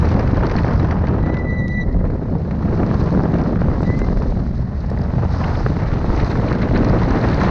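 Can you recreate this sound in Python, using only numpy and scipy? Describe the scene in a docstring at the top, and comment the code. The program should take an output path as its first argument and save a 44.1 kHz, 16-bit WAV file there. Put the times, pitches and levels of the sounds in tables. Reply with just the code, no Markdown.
"""Wind rumbles and slaps at a microphone on the side of a rally car's roof, nearly burying the engine.
The car is sliding round a wet gravel lot: rough ground makes its body drone, and ruts make it thud.
The tyres roar, crunch the gravel, spray grit and fling stones that crack against the panels.
Twice, as the car slows for a bend, a brake pad sticks and slips on its disc and squeals."""
import sys
import numpy as np
from scipy import signal
from scipy.fft import rfft, irfft
from scipy.io import wavfile
from scipy.ndimage import uniform_filter1d, minimum_filter1d

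SR = 44100
rng = np.random.default_rng(int(sys.argv[2]) if len(sys.argv) > 2 else 0)


def to_wav(sig):
    """Store sig (one row per channel, or 1-D mono) as 16-bit WAV at the path in sys.argv[1].

    Samples outside -1..1 are clipped; the rate is SR.
    """
    pcm = np.clip(np.atleast_2d(sig), -1, 1) * 32767
    pcm = np.round(pcm).astype(np.int16)
    wavfile.write(sys.argv[1], SR, pcm.T)  # frames by channels


N = 330750
TIME = np.arange(N) / SR

# Levels in all tables are relative: the functions add their own gains.
# how hard the car is driven, given as the level of its roar: (time [s], level [dB])
CAR_PACE = [(0, -29.5), (0.3, -30), (0.6, -27.5), (1.3, -36), (1.7, -50), (2.05, -42.5), (2.4, -44.5),
            (2.8, -34.5), (3.3, -34), (4.1, -40), (4.6, -44.5), (5.45, -32), (5.85, -37.5), (6.25, -34),
            (7.1, -29.5), (7.5, -25)]
# the tyres slide sideways: (middle time [s], half width [s], level [dB])
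TYRE_SLIDES = [(.95, 0.46, -44), (2.95, 0.29, -43), (5.47, 0.08, -34.5), (6.18, 0.11, -37),
               (7.45, 0.47, -37.5)]
# fine wet grit thrown by the tyres: (time [s], level [dB])
SPRAY_LEVEL = [(0, -50.5), (.4, -57.5), (.62, -54.5), (1.1, -64), (1.6, -65.5), (2.25, -64.5), (3, -53.5),
               (3.6, -59), (3.92, -53.5), (4.65, -60.5), (5.25, -56.5), (5.36, -51), (5.62, -51),
               (5.85, -55), (6.25, -49), (6.55, -53), (7.15, -50), (7.5, -48)]
# coarse gravel grinding under the tyres: (time [s], level [dB])
GRIND_LEVEL = [(0, -44.5), (.55, -49), (1.7, -66), (2.6, -54.5), (3.9, -54), (4.65, -59), (5.9, -47.5),
               (6.3, -45), (7.5, -38)]
# the sharp crack and the dull knock of a stone on the body: (frequency [Hz], level [dB])
CRACK_SPECTRUM = [(1000, -37.5), (3300, -3), (4300, 8), (6200, 0.5), (7200, -27), (9000, -42.5),
                  (12000, -55.5)]
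KNOCK_SPECTRUM = [(400, -13.5), (1200, 10.5), (2000, 8), (3200, -11), (4300, -14), (6000, -15.5),
                  (8000, -54.5)]
# one table for each brake squeal: (time [s], pitch [Hz], level [dB], overtone boost [dB])
BRAKE_SQUEALS = [
    [(1.19, 1990, -56.5, 2), (1.26, 1960, -44, 0), (1.325, 1980, -47.5, 5), (1.36, 2009, -40.5, -9),
     (1.415, 1978, -36, -10), (1.43, 1980, -56, 8), (1.455, 1982, -40, -6), (1.505, 1968, -33, -8),
     (1.565, 1992, -37.5, -4), (1.605, 1960, -34.5, 0.5), (1.63, 1970, -35, -8), (1.66, 1962, -35.5, -9),
     (1.675, 1937, -43, 3), (1.695, 1974, -37, -2), (1.755, 1973, -33, -4.5), (1.79, 1970, -29.5, -11),
     (1.812, 1968, -29.5, 0), (1.832, 1955, -43, 13), (1.842, 1962, -44, -16), (1.865, 1967, -55, -11)],
    [(3.83, 1950, -57, 3), (3.86, 1964, -45, 3), (3.904, 1983, -39, -4), (3.95, 2024, -42.5, -6),
     (3.975, 2050, -49, -6), (4.036, 2055, -45, -3), (4.085, 2080, -57, -2)],
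]
# air beating on the microphone: (frequency [Hz], level [dB])
BUFFET_SPECTRUM = [(60, -7.5), (150, -4), (260, 1.5), (400, -2.5), (600, -7.5), (850, -17), (1300, -25),
                   (2200, -50), (4000, -69.5), (8000, -87)]
# hard slaps of wind: (time [s], spit level [dB], thump level [dB])
WIND_SLAPS = [(0.071, -17.5, -27), (0.152, -23, -3), (.196, -18, -24), (0.333, -16, -1), (0.554, -18, -20),
              (0.645, -16, -8), (.737, -23, -24), (1.237, -20, -12.5), (1.26, -24, -18),
              (2.042, -25.5, -13.5), (2.101, -30, -19), (2.352, -27, -23.5), (2.51, -25, -20),
              (2.585, -26, -19), (2.832, -16.5, -16), (2.913, -18, -17), (3.014, -20, -13),
              (3.149, -20, -12), (3.175, -20, -12), (3.194, -16, -6), (3.204, -17, -20), (3.237, -22, -11),
              (3.558, -20, -26), (3.617, -17, -8.5), (3.684, -16, -10), (3.715, -20, -18.5),
              (3.806, -18, -13), (3.83, -20.5, -13), (3.901, -20.5, -10), (4.017, -18, -13.5),
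              (4.086, -15.5, -9.5), (4.171, -23, -12.5), (4.22, -21, -18), (4.323, -22, -26),
              (4.465, -30, -21), (4.914, -41, -14.5), (4.975, -22.5, -19.5), (4.994, -27, -18),
              (5.069, -31, -21), (5.137, -27, -22), (5.182, -19, -18), (5.232, -27, -15),
              (5.663, -11, -8.5), (5.701, -31, -11), (5.767, -18, -16.5), (6.044, -20, -12),
              (6.102, -14.5, -13.5), (6.373, -22.5, -16), (6.397, -25, -15), (6.518, -8.5, -8),
              (6.905, -19, -7), (6.93, -20, -19), (7.418, -14, -22)]


def gain_of(db):
    """Turns decibels into a factor to multiply a sound by."""
    return np.exp(np.asarray(db) * np.log(10) / 20)


def evened(x):
    """Scales a signal to an average strength (rms) of 1."""
    return x / np.sqrt(np.mean(x ** 2) + 1e-20)


def curves(rows):
    """Joins the points in each column of a table with straight lines over time."""
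    times, *columns = np.transpose(rows)
    return [np.interp(TIME, times, column) for column in columns]


def humps(rows):
    """A gain with bell-shaped swells, from rows of (middle time [s], half width [s], level [dB])."""
    return sum(gain_of(db) * np.exp(-((TIME - s) / half_s) ** 2 / 2) for s, half_s, db in rows)


def add(mix, start_s, sound):
    """Mixes a sound in at the given time."""
    part = mix[max(round(start_s * SR), 0):][:len(sound)]
    part += sound[:len(part)]


def coloured(x, spectrum):
    """Shapes the lows and highs of x by rows of (frequency [Hz], level [dB])."""
    hz, db = np.transpose(spectrum)
    bin_hz = np.fft.rfftfreq(len(x), 1 / SR)
    bin_db = np.interp(np.log(bin_hz + 1), np.log(hz), db)
    return irfft(rfft(x) * gain_of(bin_db), len(x))


def noise(spectrum):
    """Steady noise of strength 1 with the given spectrum."""
    return evened(coloured(rng.standard_normal(N), spectrum))


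def wander(slow_hz, fast_hz, size=16384):
    """A random drift of strength 1 that moves mostly between two rates."""
    hz = np.fft.rfftfreq(size, TIME[-1] / size)
    shape = hz / (hz + slow_hz) / np.sqrt(hz + slow_hz) / (1 + (hz / fast_hz) ** 2)
    drift = irfft(rfft(rng.standard_normal(size)) * shape, size)
    return np.interp(TIME, np.linspace(0, TIME[-1], size), evened(drift))


def flutter(drift, depth_db):
    """A wobbling gain that follows a drift, with its biggest swings held back."""
    return evened(gain_of(depth_db * 2 * np.tanh(drift / 2)))


def ticks(per_s, decay_s, spread_db=3):
    """Dry, noisy ticks at random moments, most faint and a few loud."""
    hits = (rng.random(N) < per_s / SR) * gain_of(spread_db * np.minimum(rng.exponential(1, N), 2.5))
    fades = signal.lfilter([1], [1, -np.exp(-1 / (decay_s * SR))], hits)
    return fades * rng.standard_normal(N)


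def pebbles(per_s, low_hz, high_hz, ring_s, sizes=14):
    """Pebbles click at random moments, equally loud, each at a pitch set by its size."""
    t = np.arange(256) / SR
    starts = np.flatnonzero(rng.random(N) < per_s / SR)
    pitches = np.geomspace(low_hz, high_hz, sizes)[:, None]
    rings = np.sin(2 * np.pi * pitches * t) * (t / ring_s) * np.exp(-t / ring_s)
    size = rng.integers(0, sizes, len(starts))
    clicks = (-1.) ** starts[:, None] * rings[size]  # about half are flipped upside down
    positions = starts[:, None] + np.arange(len(t))
    return np.bincount(positions.ravel(), clicks.ravel(), N)[:N]


def body_drone(level_db=-1.5):
    """Rough ground shakes the hollow body of the car."""
    # how loudly the body drones: (time [s], level [dB])
    drone_level = [(0, -25), (.75, -21.5), (1.5, -23.5), (2.35, -22.5), (2.8, -19.5), (3.4, -18),
                   (4.35, -21.5), (4.8, -27), (5.1, -23), (5.5, -26), (6.2, -29), (6.85, -19.5),
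                   (7.5, -20.5)]
    # its hollow tone: (frequency [Hz], level [dB])
    shell_spectrum = [(60, -35.5), (110, -11), (150, -2), (180, 0), (235, -6.5), (300, -23), (500, -46.5),
                      (1200, -91)]
    level, = curves(drone_level)
    return gain_of(level + level_db) * noise(shell_spectrum)


def bumps(rise_s=0.0055, sag=0.76):
    """Each rut gives the body one heavy, short thud that falls in pitch."""
    # the wheels drop into ruts: (time [s], level [dB], pitch halfway through its fall [Hz])
    ruts = [(0.045, -14, 70), (0.966, -14, 142.5), (1.595, -11.5, 115), (4.69, -20, 111),
            (5.003, -16, 136.1), (5.21, -24, 143), (5.646, -14, 105), (5.701, -12, 85), (5.823, -13.5, 115),
            (5.921, -14.5, 140), (6.228, -11, 107), (6.295, -14, 100), (6.53, -26, 84)]
    out, t = np.zeros(N), np.arange(6144) / SR
    age = t / rise_s
    envelope = np.sqrt(2) * age * np.exp(1 - age)
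    for s, db, hz in ruts:
        cycles = np.cumsum(hz * (1 + sag * (np.exp(-age / 2) - .5))) / SR
        add(out, s, gain_of(db) * envelope * np.sin(2 * np.pi * (cycles + rng.random())))
    return out


def engine(level_db=0.5, waver=0.011, rough_db=3.2):
    """The exhaust hums at multiples of the firing rate, made a little unsteady by the passing air."""
    # the engine's revs: (time [s], firing rate [Hz], level [dB])
    revs = [(0, 82.85, -15.5), (.5, 85.2, -31.5), (1.05, 78.46, -26), (1.5, 84.74, -29), (2, 84.2, -25),
            (2.7, 86.15, -32.5), (3.6, 75.54, -35.5), (4.45, 62.8, -26.5), (4.9, 73, -25.5),
            (5.4, 80.2, -23.5), (5.7, 84.8, -37.5), (6.1, 96.2, -26.5), (6.8, 107.8, -28),
            (7.5, 117.5, -23.5)]
    # exhaust tones, with half steps from unequal cylinders: (multiple of firing rate, level [dB])
    exhaust_tones = [(.5, -3), (1, 12), (1.5, -8.5), (2, 0.5), (2.5, -24.5), (3, -8), (4, -24), (5, -33),
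                     (6, -7)]
    hz, level = curves(revs)
    cycles = np.cumsum(hz * (1 + waver * wander(slow_hz=1.2, fast_hz=5.5))) / SR
    note = np.zeros(N)
    for multiple, db in exhaust_tones:
        gain = gain_of(db + 0.47 * wander(slow_hz=1.1, fast_hz=3.0))
        note += gain * np.cos(2 * np.pi * (multiple * cycles + rng.random()))
    uneven_burning = flutter(wander(slow_hz=8.3, fast_hz=35), rough_db)
    return gain_of(level + level_db) * evened(note) * uneven_burning


def tyres(roll_db=-9, slide_db=4.0):
    """The treads roar with the pace of the car, and louder as they slide over packed gravel."""
    # the roar of the treads: (frequency [Hz], level [dB])
    tread_spectrum = [(200, -19.5), (550, -3.5), (850, 6), (1300, -1.5), (1900, -15.5), (2600, -22.5),
                      (4000, -36), (9000, -78.5)]
    pace, = curves(CAR_PACE)
    gain = np.hypot(gain_of(pace + roll_db), gain_of(slide_db) * humps(TYRE_SLIDES))
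    return gain * noise(tread_spectrum) * flutter(wander(slow_hz=3.8, fast_hz=50), depth_db=1.0)


def gravel(spray_db=-3.5, hiss_db=-0.5, grind_db=3.5, slide_db=-11):
    """Fine pebbles patter in handfuls over a wet hiss; coarse stones crunch under the tyres."""
    # fine grit and coarse gravel: (frequency [Hz], level [dB])
    grit_spectrum = [(1500, -26.5), (3400, -10), (4100, -1), (4900, -4.5), (5800, -9), (6400, -12),
                     (7000, -21), (8300, -26.5), (9500, -37), (12000, -65)]
    crunch_spectrum = [(300, -24), (900, -6.5), (1900, -1.5), (2500, -8), (3300, -15), (4200, -10),
                       (6000, -22), (7200, -38), (11000, -78)]
    # the treads crush a loose patch: (middle time [s], half width [s], level [dB])
    crushed_patches = [(.515, 0.0068, -38.5), (.587, 0.0043, -29.5), (2.908, 0.016, -43.5),
                       (3.34, 0.021, -39.5), (3.41, 0.009, -44), (5.443, 0.0063, -31.5),
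                       (5.556, 0.0066, -34), (6.205, 0.013, -35), (6.32, 0.013, -36),
                       (6.487, 0.0071, -31.5), (6.63, 0.01, -32.5), (6.758, 0.0089, -29.5),
                       (7.33, 0.0069, -34)]
    (spray_level,), (grind_level,) = curves(SPRAY_LEVEL), curves(GRIND_LEVEL)
    small = pebbles(per_s=1400, low_hz=3200, high_hz=6900, ring_s=0.00013)
    large = pebbles(per_s=1600, low_hz=1020, high_hz=4140, ring_s=0.00052)
    clumps = wander(slow_hz=0.93, fast_hz=65)  # loose patches throw up both sizes at once
    handfuls = wander(slow_hz=15, fast_hz=40)
    spray = evened(coloured(small, grit_spectrum)) * flutter(clumps, depth_db=6.5)
    crunch = evened(coloured(large, crunch_spectrum)) * flutter(evened(clumps + handfuls), depth_db=3)
    hiss = gain_of(hiss_db) * noise(grit_spectrum)
    fine = (gain_of(spray_db) * spray + hiss) * flutter(handfuls, depth_db=1.0)
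    digging_in = gain_of(slide_db) * humps(TYRE_SLIDES)
    grinding = np.hypot(gain_of(grind_level + grind_db), digging_in)
    return gain_of(spray_level) * fine + np.hypot(grinding, humps(crushed_patches)) * crunch


def grit_fans():
    """A spinning wheel throws a fan of grit that sizzles along the side of the car."""
    # a wheel spins up: (middle time [s], half width [s], level [dB])
    wheelspins = [(.68, 0.22, -55), (5.38, 0.046, -48.5), (5.59, 0.061, -51)]
    # the sizzle: (frequency [Hz], level [dB])
    sizzle_spectrum = [(3000, -31.5), (4300, -0.5), (5100, 2.5), (6300, -11.5), (7100, -28.5), (9500, -44)]
    return humps(wheelspins) * evened(coloured(ticks(per_s=940, decay_s=0.00093), sizzle_spectrum))


def chips(chip_db=-7, knock_db=-1):
    """Small stones in the spray tick against the panels; coarse ones knock in the wheel arches."""
    (spray_level,), (grind_level,) = curves(SPRAY_LEVEL), curves(GRIND_LEVEL)
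    small = evened(coloured(ticks(per_s=45, decay_s=.0012), CRACK_SPECTRUM))
    coarse = evened(coloured(ticks(per_s=35, decay_s=.0018), KNOCK_SPECTRUM))
    return gain_of(spray_level + chip_db) * small + gain_of(grind_level + knock_db) * coarse


def stones(crack_db=2, knock_db=10, splinter_db=13, ring_db=3):
    """Each stone cracks on a panel with a brief ring and a dull knock; close ones splinter brightly."""
    # stones hit the body: (time [s], crack [dB], knock [dB], splinter [dB], ring pitch [Hz])
    strikes = [(.046, -41, -34, -80, 3950), (0.054, -32, -36, -82, 4640), (0.089, -34, -45, -71, 5750),
               (.1166, -42, -47, -80, 4950), (.193, -44, -32, -77, 4830), (0.275, -40, -33.5, -82, 4740),
               (0.371, -36, -60, -62, 5190), (0.4556, -36.5, -40, -74, 4300),
               (0.467, -29.5, -35, -83, 4390), (0.497, -35, -31, -80, 4310), (0.514, -32, -33.5, -74, 4800),
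               (0.565, -28, -33, -79, 4440), (0.6338, -38, -36, -76, 4300), (0.6505, -38, -46, -63, 5040),
               (.68, -40, -34, -80, 4480), (0.7365, -38, -38, -76, 4590), (0.759, -40, -40.5, -79, 3830),
               (.797, -45, -33, -80, 3980), (.845, -43, -35, -80, 4060), (0.9103, -44, -30, -76, 4540),
               (1.053, -48, -42, -84, 3700), (1.07, -45, -35.5, -84, 4330), (1.0843, -40, -39, -83, 4800),
               (1.14, -46, -54, -84, 4870), (1.229, -45, -42, -83, 3790), (1.265, -46, -42, -84, 4030),
               (1.342, -49, -33.5, -80, 3830), (1.3686, -48, -38.5, -82, 3940),
               (1.388, -44, -52, -80, 5250), (1.681, -37, -46, -53, 3920), (2.052, -50, -44, -86, 4010),
               (2.103, -54, -42, -84, 4240), (2.509, -49, -37, -81, 4000), (2.8635, -39, -50, -66, 4310),
               (2.943, -37, -55, -74, 4480), (3.0394, -39, -54, -58, 4870), (3.06, -39, -55, -76, 4970),
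               (3.234, -37, -43, -73, 4750), (3.339, -50, -38, -78, 3790), (3.385, -40, -35, -76, 4630),
               (3.415, -41, -37, -81, 5280), (3.438, -42, -42, -69, 4460), (3.612, -40.5, -45, -81, 4520),
               (3.821, -47, -55, -58, 4900), (3.832, -43, -42, -78, 4120), (3.9913, -43, -37, -51, 5790),
               (4.172, -38, -41, -80, 4290), (4.807, -42, -53, -81, 4180), (4.9016, -40, -53, -58, 5250),
               (5.017, -38, -48, -77, 4610), (5.916, -47, -34, -69, 4070), (6.1766, -39, -38, -63, 4390),
               (6.2, -42, -33, -74, 4290), (6.2458, -34, -41, -70, 4760), (6.5269, -35, -33, -58, 4330),
               (6.7755, -30.5, -43, -75, 4590), (6.847, -27, -28.5, -72, 4180),
               (6.897, -30.5, -30.5, -66, 4590), (7.032, -32, -34, -74, 3710), (7.107, -29, -29, -76, 3960),
               (7.172, -39, -42, -75, 3750), (7.188, -38, -46, -74, 4800), (7.213, -31, -42, -70, 4160),
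               (7.287, -31, -42, -72, 4220), (7.2988, -33, -33, -67, 4160), (7.344, -29, -36, -67, 4690),
               (7.435, -30, -40, -70, 4430)]
    # the bright splinter: (frequency [Hz], level [dB])
    splinter_spectrum = [(2000, -23), (5000, -1.5), (8000, 1.5), (10000, -9), (12000, -29.5)]
    # the three parts of a hit: (spectrum, decay time [s], boost [dB])
    parts = [(CRACK_SPECTRUM, .002, crack_db), (KNOCK_SPECTRUM, .006, knock_db),
             (splinter_spectrum, .0005, splinter_db)]
    out, t = np.zeros(N), np.arange(2048) / SR
    middle = len(t) // 2  # hits sit mid-buffer, so the filter has room on both sides
    for s, *levels, ring_hz in strikes:
        ring = signal.iirpeak(ring_hz, Q=9, fs=SR)
        for db, (spectrum, decay_s, boost_db) in zip(levels, parts):
            blow = rng.standard_normal(len(t)) * np.exp(-t / decay_s)
            ringing = blow + gain_of(ring_db) * signal.lfilter(*ring, blow)
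            hit = coloured(np.roll(ringing, middle), spectrum)
            add(out, s - middle / SR, gain_of(db + boost_db) * hit / abs(hit).max())
    return out


def brake_rub(level_db=-48, fade_db_per_s=41.5):
    """After the first squeal the pad scrapes the disc in faint, broken touches and fades."""
    # the narrow, whistling scrape: (frequency [Hz], level [dB])
    rub_spectrum = [(1500, -41.5), (1850, -1), (1970, 0.5), (2080, -4.5), (2500, -58)]
    age = TIME - BRAKE_SQUEALS[0][-1][0]
    touches = flutter(wander(slow_hz=15, fast_hz=60), depth_db=5)
    return (age > 0) * gain_of(level_db - fade_db_per_s * abs(age)) * noise(rub_spectrum) * touches


def brake_squeals(jitter=0.0044, firm_db=-37, main_rasp_rad=0.042, overtone_rasp_rad=.41):
    """The pad sticks and slips on the disc: one wavering tone with rasping overtones."""
    # the tones of the disc: (multiple of the pitch, level [dB])
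    disc_tones = [(1, 4.5), (2, -14.8), (3, -27.5), (4, -50)]
    out = np.zeros(N)
    for squeal in BRAKE_SQUEALS:
        hz, level, overtone_boost = curves(squeal)
        cycles = np.cumsum(hz * (1 + jitter * wander(slow_hz=38.8, fast_hz=400))) / SR
        touching = (TIME > squeal[0][0]) & (TIME < squeal[-1][0])
        stutter_db = 1.1 + .3 * np.clip(firm_db - level, 0, 10)  # a light touch stutters more
        for multiple, db in disc_tones:
            chatter = wander(slow_hz=11.0, fast_hz=90)
            if multiple == 1:
                grip, rasp = flutter(chatter, stutter_db), main_rasp_rad
            else:
                grip, rasp = gain_of(overtone_boost) * flutter(chatter, depth_db=4.4), overtone_rasp_rad
            slips = rasp * wander(slow_hz=60, fast_hz=159)  # uneven slips roughen the tone
            tone = np.sqrt(2) * np.sin(2 * np.pi * multiple * cycles + slips)
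            out += touching * grip * gain_of(level + db) * tone
    return out


def rushing_air(pace, dull_db=-46, bright_db=-36):
    """Passing air sounds dull when the car is slow and bright when it is fast."""
    # fast air and slow air: (frequency [Hz], level [dB])
    bright_spectrum = [(250, -19), (550, 2.5), (900, 1), (1300, -3.5), (1850, -8.5), (2300, -19),
                       (3000, -25), (4200, -35.5), (6000, -37), (7200, -61.5), (11000, -91.5)]
    dull_spectrum = [(250, -21.5), (550, 6), (900, -3.5), (1300, -14.5), (1850, -10.5), (2300, -25),
                     (3000, -36), (4200, -46), (6000, -49.5), (11000, -100)]
    brightness = np.clip((pace - dull_db) / (bright_db - dull_db), 0, 1)
    return np.sqrt(brightness) * noise(bright_spectrum) + np.sqrt(1 - brightness) * noise(dull_spectrum)


def lulls(lead_s=0.016, half_width_s=0.0023):
    """The air slackens just before each slap: a curve that rises from 0 to 1 at those moments."""
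    out, t = np.zeros(N), np.arange(-2048, 2048) / SR
    for s, *_ in WIND_SLAPS:
        add(out, s - lead_s + t[0], np.exp(-(t / half_width_s) ** 2))
    return out


def slaps(spit_db=2, low_db=1.0, rise_s=0.00068, swing_s=0.0017):
    """One strong swirl of air bursts on the microphone: suction flips to a push, and the front spits."""
    # the spitting front: (frequency [Hz], level [dB])
    spit_spectrum = [(250, -20), (550, 1), (900, 2), (1300, -2.5), (1900, -7.5), (2400, -19), (3000, -29),
                     (4200, -36), (6000, -42), (7200, -63.5), (11000, -92.5)]
    out, t = np.zeros(N), np.arange(-1024, 1024) / SR
    age = np.maximum(t, 0) / rise_s
    push = t * np.exp(-(t / swing_s) ** 2 / 2)
    for s, spit_level, thump_level in WIND_SLAPS:
        spit = coloured(age * np.exp(-age) * rng.standard_normal(len(t)), spit_spectrum)
        thump = coloured(age * np.exp(-age / 2) * rng.standard_normal(len(t)), BUFFET_SPECTRUM)
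        low_level = thump_level + low_db
        for part, db in (spit, spit_level + spit_db), (thump, low_level), (push, low_level):
            add(out, s + t[0], gain_of(db) * part / abs(part).max())
    return out


def wind(gust_db=-1.5, calm_db=-30, rumble_db=-21, buffet_db=2.0, rush_db=-34.13, lull_db=-1.0):
    """Swirls of air buffet the microphone, with slow gusts and a rumble and rush that grow with pace."""
    # how hard the air buffets: (time [s], level [dB])
    airflow = [(0, -24), (.4, -23.5), (1.05, -28), (1.3, -25), (1.7, -31.5), (2.05, -28), (2.45, -30.5),
               (2.85, -23), (3.08, -29), (3.25, -20.5), (3.7, -28.5), (4.2, -27.5), (4.65, -37),
               (5.15, -33), (5.8, -28.5), (6.35, -24.5), (6.8, -20), (7.5, -23.5)]
    # big slow gusts: (middle time [s], half width [s], level [dB])
    gusts = [(.35, 0.15, -25), (.82, 0.061, -24.5), (1.2, 0.033, -24), (1.97, 0.096, -18),
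             (3.65, 0.042, -22), (4.18, 0.15, -23), (5.12, 0.085, -31), (5.57, 0.059, -21),
             (5.92, 0.056, -20.5), (6.11, 0.032, -17), (6.24, 0.038, -19), (6.39, 0.025, -19),
             (6.92, 0.12, -20)]
    # the deep rumble and the even deeper surge of the gusts: (frequency [Hz], level [dB])
    rumble_spectrum = [(15, -29), (40, -12), (58, 1), (100, -0.5), (130, -1), (200, -15.5), (400, -47),
                       (1000, -100)]
    surge_spectrum = [(8, -41), (16, -17.5), (26, -2), (38, -3.5), (50, 0.5), (70, -17.5), (150, -57),
                      (400, -101)]
    (buffet_level,), (pace,) = curves(airflow), curves(CAR_PACE)
    extra_pace = pace + 35  # dB above a middling pace
    pressure = noise(rumble_spectrum)
    rumble_wobble = flutter(wander(slow_hz=6.3, fast_hz=32), depth_db=-2.0)
    rumble = gain_of(rumble_db + .38 * extra_pace) * pressure * rumble_wobble
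    surge = (gain_of(calm_db) + gain_of(gust_db) * humps(gusts)) * noise(surge_spectrum)
    swing = abs(pressure) - abs(pressure).mean()  # big pressure swings nudge the swirls
    swirls = evened(wander(slow_hz=3.4, fast_hz=95) + 0.065 * evened(swing))
    buffet = gain_of(buffet_level + buffet_db) * noise(BUFFET_SPECTRUM) * flutter(swirls, depth_db=4.0)
    # small swirls ride on the large ones and make the rush spit
    small_swirls = evened(swirls + 1.6 * wander(slow_hz=2.0, fast_hz=180))
    rush = gain_of(rush_db + .79 * extra_pace) * rushing_air(pace) * flutter(small_swirls, depth_db=5.0)
    return rumble + surge + gain_of(lull_db * lulls()) * (buffet + rush)


def scene():
    """Air, car, gravel and brakes all meet at one microphone."""
    air = wind() + slaps()
    car = body_drone() + bumps() + engine() + tyres()
    loose_ground = gravel() + grit_fans() + chips() + stones()
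    return (air + car + loose_ground + brake_squeals() + brake_rub())[None]


def record(dry, threshold_db=-7, hold_samples=200, strength=.7, cutoff_hz=11000):
    """A fast limiter turns down the strongest peaks, then a filter removes the highest treble."""
    needed_gain = np.minimum(1, gain_of(threshold_db) / (abs(dry) + 1e-9))
    held_gain = minimum_filter1d(needed_gain, hold_samples)
    gain = uniform_filter1d(held_gain, hold_samples) ** strength
    lowpass = signal.firwin(255, cutoff_hz, window=("kaiser", 8), fs=SR)
    return signal.oaconvolve(dry * gain, lowpass[None], "same")


dry = scene()
out = record(dry)
to_wav(out)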